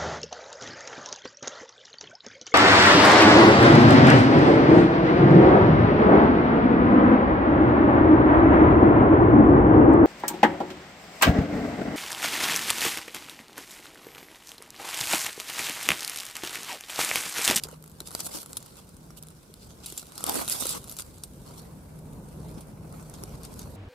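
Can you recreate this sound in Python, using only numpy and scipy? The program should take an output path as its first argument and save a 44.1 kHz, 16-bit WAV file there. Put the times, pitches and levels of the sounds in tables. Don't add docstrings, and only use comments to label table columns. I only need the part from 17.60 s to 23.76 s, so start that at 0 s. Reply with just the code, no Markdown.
import sys
import numpy as np
from scipy import signal
from scipy.fft import rfft, irfft, next_fast_len
from scipy.io import wavfile
from scipy.ndimage import uniform_filter1d, map_coordinates

SR = 44100
rng = np.random.default_rng(int(sys.argv[2]) if len(sys.argv) > 2 else 0)


def dump_mix(stems):
    frames = np.atleast_2d(stems).T
    limited = np.clip(frames, -1, 1)
    pcm = np.round(limited * 32767).astype(np.int16)
    wavfile.write(sys.argv[1], SR, pcm)


N = 271656

# time_s, rustle_db, thick_relative_db, creak_relative_db
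RUBBING_LEVELS = [(0, -63.5, 0, 6.5), (.14, -59.5, 1, 7.5), (.18, -67.5, -5, 4), (.37, -61, -3, 0.5),
                  (.45, -63, -1, 4), (.56, -46.5, -0.5, -2.5), (.74, -50, -3.5, 1), (.8, -64, 3, -3),
                  (.92, -53, -7, 0), (1.02, -58.5, 2.5, 2.5), (1.25, -63.5, -2.5, 1), (1.57, -67, -0.5, 5),
                  (2.2, -63, 2, 0), (2.36, -52, -1.5, -5.5), (2.5, -60, 1.5, 4.5), (2.6, -48, -0.5, 0.5),
                  (2.8, -39.5, -2.5, 0), (2.87, -44, -0.5, -4.5), (2.95, -35.5, -2, -4.5),
                  (3.09, -39.5, 1, -7.5), (3.2, -53.5, -2, -2), (3.45, -57, -2.5, 1), (3.82, -61.5, -4, -4),
                  (3.88, -58, 0.5, 5), (4.24, -62.5, -7, 5.5), (4.97, -60.5, -2, 6.5),
                  (5.16, -65.5, -6, 8.5), (5.5, -57.5, 0, 6.5), (6.16, -58, -3.5, 4.5)]


def amp(db):
    return 10 ** (np.asarray(db) / 20)


def unit(x):
    return x / np.sqrt(np.mean(x ** 2) + 1e-20)


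def along(points, hz):
    point_hz, values = np.transpose(points)
    return np.interp(np.log(hz + 1), np.log(point_hz + 1), values)


def curves(rows):
    times, *columns = np.transpose(rows)
    return [np.interp(np.arange(N) / SR, times, column) for column in columns]


def wobble(rate):
    knots = rng.standard_normal(int(N * rate / SR) + 4)
    return map_coordinates(knots, [np.arange(N) * rate / SR])


def panned(pan_db):
    return amp(np.array([pan_db / 2, -pan_db / 2]))


def filtered(x, response):
    size = next_fast_len(N + SR // 4)
    hz = np.fft.rfftfreq(size, 1 / SR)
    return irfft(rfft(x, size) * response(hz), size)[..., :N]


def coloured(pair, spectrum, alike):
    hz = np.linspace(0, SR / 2, 2048)
    rms = np.sqrt(np.mean(amp(2 * along(spectrum, hz))))

    def mid_side(f):
        gain = amp(along(spectrum, f)) / rms
        angle = np.arccos(np.clip(along(alike, f), -1, 1)) / 2
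        return gain * [np.cos(angle), np.sin(angle)]

    mid, side = filtered(pair, mid_side)
    return np.array([mid + side, mid - side])


def patchy(depth_db):
    z = signal.stft(rng.standard_normal((2, N)), nperseg=512)[2]
    field = rng.standard_normal(z.shape[1:])
    field = uniform_filter1d(field, size=4, axis=0)
    field = uniform_filter1d(field, size=7, axis=1)
    noise = signal.istft(z * amp(depth_db * unit(field)), nperseg=512)[1]
    return unit(noise[:, :N])


def grains(per_second, spread_db, top_db, t60, smooth):
    chance = rng.random((2, N))
    sizes = amp(np.minimum(-spread_db * np.log(chance[1] + 1e-9), top_db))
    slips = (chance[0] < per_second / SR) * sizes
    t = np.arange(SR // 20) / SR
    decaying = signal.fftconvolve(slips, amp(-60 * t / t60))[:N]
    return unit(smooth + unit(decaying))


def background():
    # time_s, level_db
    roar_levels = [(0, -51), (.79, -50), (1.15, -52), (2.98, -50), (3.17, -47.5), (3.67, -51),
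                   (3.86, -47.5), (4.05, -44), (4.5, -43), (6.16, -42.5)]
    # time_s, level_db
    hum_levels = [(0, -55.5), (.17, -46.5), (.5, -61), (1.15, -74), (1.44, -53), (1.7, -53.5), (1.84, -67),
                  (2.3, -62), (3.7, -83), (4.01, -55.5), (4.45, -45.5), (4.6, -54), (4.75, -46.5),
                  (5.04, -52), (5.12, -59), (5.46, -46), (5.55, -62), (6.16, -73)]
    # frequency_hz, relative_density_db
    roar_spectrum = [(15, -39), (25, -17.5), (54, -2.5), (108, -3.5), (169, -1.5), (302, -12), (465, -13.5),
                     (728, -21.5), (983, -24.5), (1280, -34), (2200, -48), (2860, -53), (4840, -120)]
    # frequency_hz, relative_density_db
    hiss_spectrum = [(880, -14), (1500, -2.5), (1890, -12), (2880, -13), (11800, -12), (15400, -17),
                     (16000, -35), (16500, -51)]
    # frequency_hz, correlation
    roar_alike = [(60, 0.96), (180, 0.92), (550, 0.81), (1650, 0.7), (4970, -0.23), (15000, -0.16)]
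    hum_hz, hiss_db = 155.8, -62.5
    roar_db = curves(roar_levels)[0] + 1.6 * wobble(6.8)
    roar = amp(roar_db) * coloured(patchy(1.0), roar_spectrum, roar_alike)
    phase = 2 * np.pi * np.cumsum(hum_hz + 0.26 * wobble(3)) / SR
    hum = np.sqrt(2) * amp(curves(hum_levels)[0]) * np.sin(phase)
    hiss = amp(hiss_db) * coloured(patchy(0.34), hiss_spectrum, [(3000, -0.07)])
    return roar + hum + hiss


def bumps():
    # start_s, level_db, pitch_hz, t60_s, left_minus_right_db
    bump_rows = [(0.053, -31, 437, 0.034, 0), (0.085, -42, 457, 0.043, -2), (0.128, -35, 476, 0.04, -1.0),
                 (0.411, -27, 362, 0.018, 2), (0.747, -38, 310, 0.065, 14), (1.511, -49, 229, 0.032, 7),
                 (1.899, -40.5, 400, 0.041, 4), (2.324, -33, 386, 0.023, -2), (2.428, -34, 221, 0.02, 0),
                 (2.768, -34, 333, 0.043, -9), (2.806, -37, 284, 0.029, -14), (3.021, -30, 242, 0.057, -5),
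                 (3.053, -35.5, 510, 0.052, -17), (4.974, -28, 235, 0.032, 5),
                 (5.633, -33.5, 372, 0.044, -5)]
    out = np.zeros((2, N + SR))
    t = np.arange(SR // 5) / SR
    for start, db, hz, t60, pan_db in bump_rows:
        push = amp(db - 60 * t / t60) * (1 - np.exp(-t / 0.0011))
        phase = 0.034 * np.cumsum(rng.standard_normal((2, len(t))), axis=1)
        tone = np.sin(2 * np.pi * hz * t + phase)
        out[:, round(start * SR):][:, :len(t)] += panned(pan_db)[:, None] * push * tone
    return out[:, :N]


def ticks():
    per_second, over_rustle_db, spread_db = 9, 16.5, 2.5
    middle_hz, middle_t60_s = 8860, 0.012
    knock_db, drag_db, pan_spread_db = -14, -16, 3.5
    chance = rng.random(round(per_second * N / SR))
    scatter = rng.standard_normal((len(chance), 4))
    starts = chance * N / SR
    times, rustle_db = np.transpose(RUBBING_LEVELS)[:2]
    db = np.interp(starts, times, rustle_db) + over_rustle_db + spread_db * scatter[:, 0]
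    hz = np.clip(middle_hz * np.exp(0.22 * scatter[:, 1]), 0, SR / 3)
    t60 = middle_t60_s * np.exp(0.45 * scatter[:, 2])
    pan_db = pan_spread_db * scatter[:, 3]
    return [(*row, knock_db, life, drag_db, pan)
            for *row, life, pan in zip(starts, db, hz, t60, pan_db)]


def snaps():
    # start_s, level_db, ring_hz, knock_relative_db, crack_t60_s, drag_relative_db, left_minus_right_db
    snap_rows = [(.0257, -36, 11200, -35, .006, -12, -3), (0.0365, -13.5, 4670, -41, 0.012, -18, 1),
                 (.045, -29.5, 4860, -23, .014, -15, 6), (.0695, -37.5, 5350, -5, .008, -18, 5),
                 (.0868, -34.5, 7440, -5, .009, -13, 5), (0.113, -37, 7500, -8, .012, -14, -3),
                 (0.2254, -33, 12100, -27, .006, -21, -5), (0.2402, -34.5, 12000, -13, .014, -21, 0),
                 (.2609, -38, 9600, -18, .008, -16, -4), (0.2772, -34.5, 10800, -11, .012, -20, 1),
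                 (.2972, -40, 13400, -15, .014, -18, -1), (0.316, -40, 7740, -15, .006, -15, 3),
                 (0.4038, -21.5, 3980, -22.5, 0.013, -16, 0), (0.418, -36, 10300, -13, .011, -21, -2),
                 (0.473, -23.5, 10700, -29, .014, -16, -1), (0.485, -33, 11400, -13, .014, -19, 2),
                 (.507, -32.5, 10800, -9, .014, -7, -1), (.515, -27, 10500, -14.5, 0.0074, -18, -1),
                 (.5273, -32, 10500, -22, .012, -18, -2), (0.5396, -33, 13000, -19, .008, -18, -6),
                 (.55, -10.5, 4820, -18, .009, -29, -0.5), (0.5744, -35, 11200, -12, .012, -15, -1),
                 (0.5928, -25, 10600, -12, .009, -16, 1), (0.6038, -16.5, 5920, -23, 0.017, -24, 1),
                 (0.6657, -21, 10700, -19, 0.03, -12, -2), (.7867, -30, 3480, -15, .009, -20, 6),
                 (0.8301, -29.5, 11100, -9.5, .018, -19, 0), (0.8604, -29.5, 10800, -13.5, .012, -16, 4),
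                 (.8943, -36, 8100, -15, .007, -13, -4), (0.9308, -23, 7870, -22, 0.0093, -21, 3),
                 (0.9692, -15.5, 10400, -23, 0.027, -11, -2.5), (1.0271, -30.5, 11250, -15, .008, -18, 2),
                 (1.0603, -37, 8500, -17, 0.023, -16, 7), (1.1695, -32.5, 12200, -20, .006, -18, -4),
                 (1.2907, -41.5, 8450, -12, 0.018, -13, 5), (1.3432, -45, 9500, -17, .018, -12, 1),
                 (1.3668, -38.5, 8600, -25, 0.0076, -11, 2), (1.505, -41, 5600, 0, 0.024, -7, -1.5),
                 (1.6264, -26.5, 9900, -36, .005, -18, -14), (1.6348, -31.5, 12700, -21, 0.0062, -18, -1),
                 (1.6702, -37, 9200, -14, .005, -7, 0), (1.6857, -31, 10100, -24, .005, -23, -4),
                 (1.7044, -33.5, 10200, -29, 0.0055, -25, -9), (1.8304, -44, 8200, -18, .007, -19, 3),
                 (1.9403, -27.5, 9250, -21, 0.0053, -22, -1), (2.2601, -24.5, 9830, -35, 0.055, -21, 7.5),
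                 (2.3002, -30.5, 7860, -28, 0.042, -12, -1), (2.3233, -26.5, 8600, -23, .008, -6, 1),
                 (2.3764, -19, 7380, -38, 0.045, -15, -0.5), (2.3948, -27, 7260, -34, .025, -11, -3),
                 (2.4278, -37, 3930, -2.5, .028, -15, 4), (2.468, -34.5, 10800, -30, 0.0081, -19, 4),
                 (2.521, -32, 4000, -16, 0.0084, -20, 2), (2.5547, -34, 10800, -27, .025, -13, 2),
                 (2.5788, -21, 5100, -23, 0.0075, -9, 3), (2.6067, -28.5, 7330, -7.5, .021, -12, 1),
                 (2.6402, -9.5, 9150, -17.5, 0.01, -23, -0.5), (2.665, -17, 11600, -24, .017, -14, -5),
                 (2.695, -8, 11960, -23, 0.0057, -27, -4), (2.7203, -22, 9800, -18, .014, -16, 0),
                 (2.742, -19, 10800, -13, 0.019, -13, -10), (2.7555, -21, 9000, -13, .008, -16, -3),
                 (2.8789, -15.5, 3780, -23, .009, -16, 3), (2.8857, -16, 9300, -26, .008, -12, -14),
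                 (2.898, -4.5, 8500, -30, 0.0029, -25, -3), (3.0231, -15.5, 11000, -14, .006, -22, -2),
                 (3.055, -16.5, 9900, -13, 0.014, -23, 3), (3.068, -15, 10500, -21, .015, -10, -5),
                 (3.092, -16, 9900, -35, .009, -7, -15), (3.2416, -30, 10400, -16, .02, -18, 2),
                 (3.2818, -28, 11100, -26, .005, -19, -6), (3.2878, -34, 9900, -18, .005, -14, 3),
                 (3.2956, -24.5, 12250, -25, 0.024, -13, -6), (3.3138, -27, 10200, -18, .007, -8, 0),
                 (3.323, -28, 11100, -14, .024, -16, -3), (3.3667, -25.5, 11200, -27, .015, -14, 4),
                 (3.3736, -31, 9200, -34, .019, -17, -1), (3.3875, -21.5, 7800, -24, .008, -9, 4),
                 (3.3964, -20.5, 7400, -17, .014, -17, 3.5), (3.4055, -18, 8900, -34, .006, -20, -8),
                 (3.4209, -24, 8700, -20, 0.013, -16, -3), (3.6365, -18.5, 8600, -25, 0.0034, -6.5, -4.5),
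                 (4.0188, -40, 11000, -28, .006, -13, -4), (4.389, -40, 10850, -13, .027, -15, -6),
                 (4.892, -38, 5100, -17, .006, -16, -6), (4.914, -40, 9100, -18, .006, -16, 1),
                 (5.0069, -36.5, 9200, -14, 0.086, -17, -2), (5.325, -34, 10800, -13, .009, -18, -4),
                 (5.498, -30, 10600, -21, 0.0056, -18, -9), (5.539, -34, 6660, -18, 0.017, -6, -2),
                 (5.6372, -16.5, 9470, -29, 0.0032, -20, -6.5), (5.8336, -30.5, 8350, -21, 0.0062, -18, 4),
                 (5.8507, -28, 9300, -27, 0.0073, -24, 7), (5.9404, -29, 11100, -23, .004, -22, -10),
                 (5.9922, -28.5, 6500, -21, .023, -9, 1)]
    # frequency_hz, relative_density_db
    crack_spectrum = [(880, -12), (1500, -15.5), (1970, -18.5), (3830, -4), (6470, -5), (7150, -1),
                      (8230, -2.5), (11800, -0.5), (15400, -14), (16700, -64)]
    # frequency_hz, relative_density_db
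    knock_spectrum = [(150, -19), (250, -0.5), (1030, -4.5), (1320, 2.5), (1420, 2.5), (1610, -17),
                      (1880, -11), (2200, -12), (2860, -43), (4840, -120)]
    # frequency_hz, correlation
    snap_alike = [(500, 0.42), (1500, 0), (4000, 1), (10000, 0.22)]
    crack_db, ring_db = -10.5, -12.5
    spike_db, spike_t60_s = 2.5, 0.0012
    knock_t60_s, drag_t60_s = 0.021, 0.05
    crack, knock, ring = np.zeros((3, 2, N + SR))
    t = np.arange(SR // 6) / SR
    rise = 1 - np.exp(-t / 0.0002)
    for start, db, hz, knock_db, t60, drag_db, pan_db in snap_rows + ticks():
        at = slice(round(start * SR), round(start * SR) + len(t))
        blow = rise * amp(-60 * t / t60)
        blow = amp(db) * blow / blow.max()
        spike = rise * amp(db + spike_db - 60 * t / spike_t60_s)
        drag = rise * amp(db + drag_db - 60 * t / drag_t60_s)
        sides = panned(pan_db)[:, None]
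        noise = rng.standard_normal((3, 2, len(t)))
        burst = (blow + spike) * np.sign(noise[0]) + drag * noise[0]
        crack[:, at] += amp(crack_db) * sides * burst
        knock[:, at] += sides * rise * amp(db + knock_db - 60 * t / knock_t60_s) * noise[1]
        phase = 0.098 * np.cumsum(noise[2], axis=1)
        tone = np.sin(2 * np.pi * hz * t + phase)
        ring[:, at] += amp(ring_db) * sides * (blow + 1.46 * drag) * tone
    cracks = coloured(crack[:, :N], crack_spectrum, snap_alike)
    knocks = coloured(knock[:, :N], knock_spectrum, snap_alike)
    return cracks + knocks + ring[:, :N]


def strokes():
    # middle_s, level_db, half_length_s, thick_relative_db, creak_relative_db, left_minus_right_db
    stroke_rows = [(0.048, -53.5, 0.036, 10, 1, -3), (0.133, -62.5, 0.026, 0, 10, -6),
                   (0.407, -63, .025, 4, 10, 3), (0.472, -49.5, 0.048, -2.5, -19, -4),
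                   (0.603, -46, 0.023, 8, -10, 2), (0.655, -38.5, 0.053, -9, -23, 0),
                   (0.756, -39.5, .087, -2.5, -5, 0), (0.813, -43, 0.059, -3.5, -11, -2),
                   (1.19, -57, 0.061, 3.5, -0.5, -3), (1.58, -49, 0.033, -3.5, -19, -5),
                   (2.033, -61, 0.057, 5, -8, -2), (2.107, -68.5, 0.037, 11.5, -5, -3),
                   (2.246, -52.5, 0.036, 6.5, -20, -3), (2.29, -47.5, 0.073, -2.5, -11, 0),
                   (2.393, -49, .066, -2, -25, -5), (2.687, -39, 0.065, 2.5, 7, 1.5),
                   (2.76, -37, 0.069, -1, 2, -5), (2.82, -44, 0.063, -11, 5.5, -4),
                   (2.917, -30, 0.051, -7.5, -13, -2.5), (3.013, -31.5, 0.05, -11, -21, -9),
                   (3.112, -33.5, 0.051, -6, -18, -1), (3.15, -43, 0.082, -1.5, 1.5, 2),
                   (3.32, -49, 0.068, -8, -13, 1), (3.398, -43.5, .043, 1.5, -6, 3),
                   (3.873, -58, 0.051, -3, 2, -1), (3.986, -49.5, 0.04, -3.5, -9, 0),
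                   (4.985, -64, .028, 4, 10, -3), (5.36, -61, 0.082, -5, 5, -3),
                   (5.55, -61.5, 0.018, 10, 2, -6), (5.851, -58, .05, 7.5, 1, 4),
                   (6.013, -58.5, 0.1, 1, -8, -1)]
    gains = np.zeros((3, 2, N))
    t = np.arange(N) / SR
    for middle, db, half, thick_db, creak_db, pan_db in stroke_rows:
        at = slice(max(round((middle - half) * SR), 0), round((middle + half) * SR))
        bell = np.exp(-8 * ((t[at] - middle) / half) ** 2)
        swell = panned(pan_db)[:, None] * amp(db) * bell
        gains[..., at] += swell * amp([0, thick_db, creak_db])[:, None, None]
    return gains


def rubbing():
    # frequency_hz, relative_density_db
    thin_spectrum = [(3530, -45), (6000, -12), (8340, -1), (12000, -1.5), (13900, -9.5), (15200, -8.5),
                     (15900, -32), (16700, -66)]
    # frequency_hz, relative_density_db
    thick_spectrum = [(880, -16.5), (1500, -5.5), (1760, -16.5), (2740, -3), (4080, 0.5), (4420, 1),
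                      (5930, -0.5), (6500, -2.5), (8450, -1.5), (14300, -120)]
    # frequency_hz, relative_density_db
    braid_spectrum = [(140, -23), (240, 4), (345, 0.5), (378, -0.5), (499, -1), (710, -1), (1020, -1),
                      (1700, -12), (2200, -13.5), (2860, -21), (4840, -120)]
    # frequency_hz, correlation
    rub_alike = [(300, -0.53), (1400, 0.0044), (3500, 0.4), (7000, 0.083)]
    rustle_db, thick_db, creak_db = curves(RUBBING_LEVELS)
    pan_db = np.interp(rustle_db, [-61, -30], [-1.5, -3])
    jerks_db = 0.93 * wobble(43) + 1.33 * wobble(120)
    slips = amp(jerks_db) * grains(600, spread_db=4.5, top_db=16, t60=0.0022, smooth=2.5)
    dull_slips = amp(1.4 * jerks_db) * grains(200, spread_db=1.5, top_db=8, t60=0.016, smooth=4.4)
    dull = unit(dull_slips * patchy(2.96))
    thin_gain, thick_gain, creak_gain = strokes()
    thin_gain = thin_gain + panned(pan_db) * amp(rustle_db)
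    thick_gain = thick_gain + panned(pan_db + 1.0) * amp(rustle_db + thick_db)
    creak_gain = creak_gain + panned(pan_db) * amp(rustle_db + creak_db)
    thin = thin_gain * coloured(unit(slips * patchy(2.6)), thin_spectrum, rub_alike)
    thick = thick_gain * coloured(unit(slips * patchy(3.5)), thick_spectrum, rub_alike)
    creak = creak_gain * coloured(dull, braid_spectrum, rub_alike)
    return thin + thick + creak


def scene():
    return rubbing() + snaps() + bumps() + background()


def record(dry):
    # frequency_hz, gain_db
    mic_response = [(1300, -0.5), (1550, -0.5), (1750, -3), (2300, -0.5)]
    top_hz = 16800
    return filtered(dry, lambda hz: amp(along(mic_response, hz)) * (hz < top_hz))


dry = scene()
out = record(dry)
dump_mix(out)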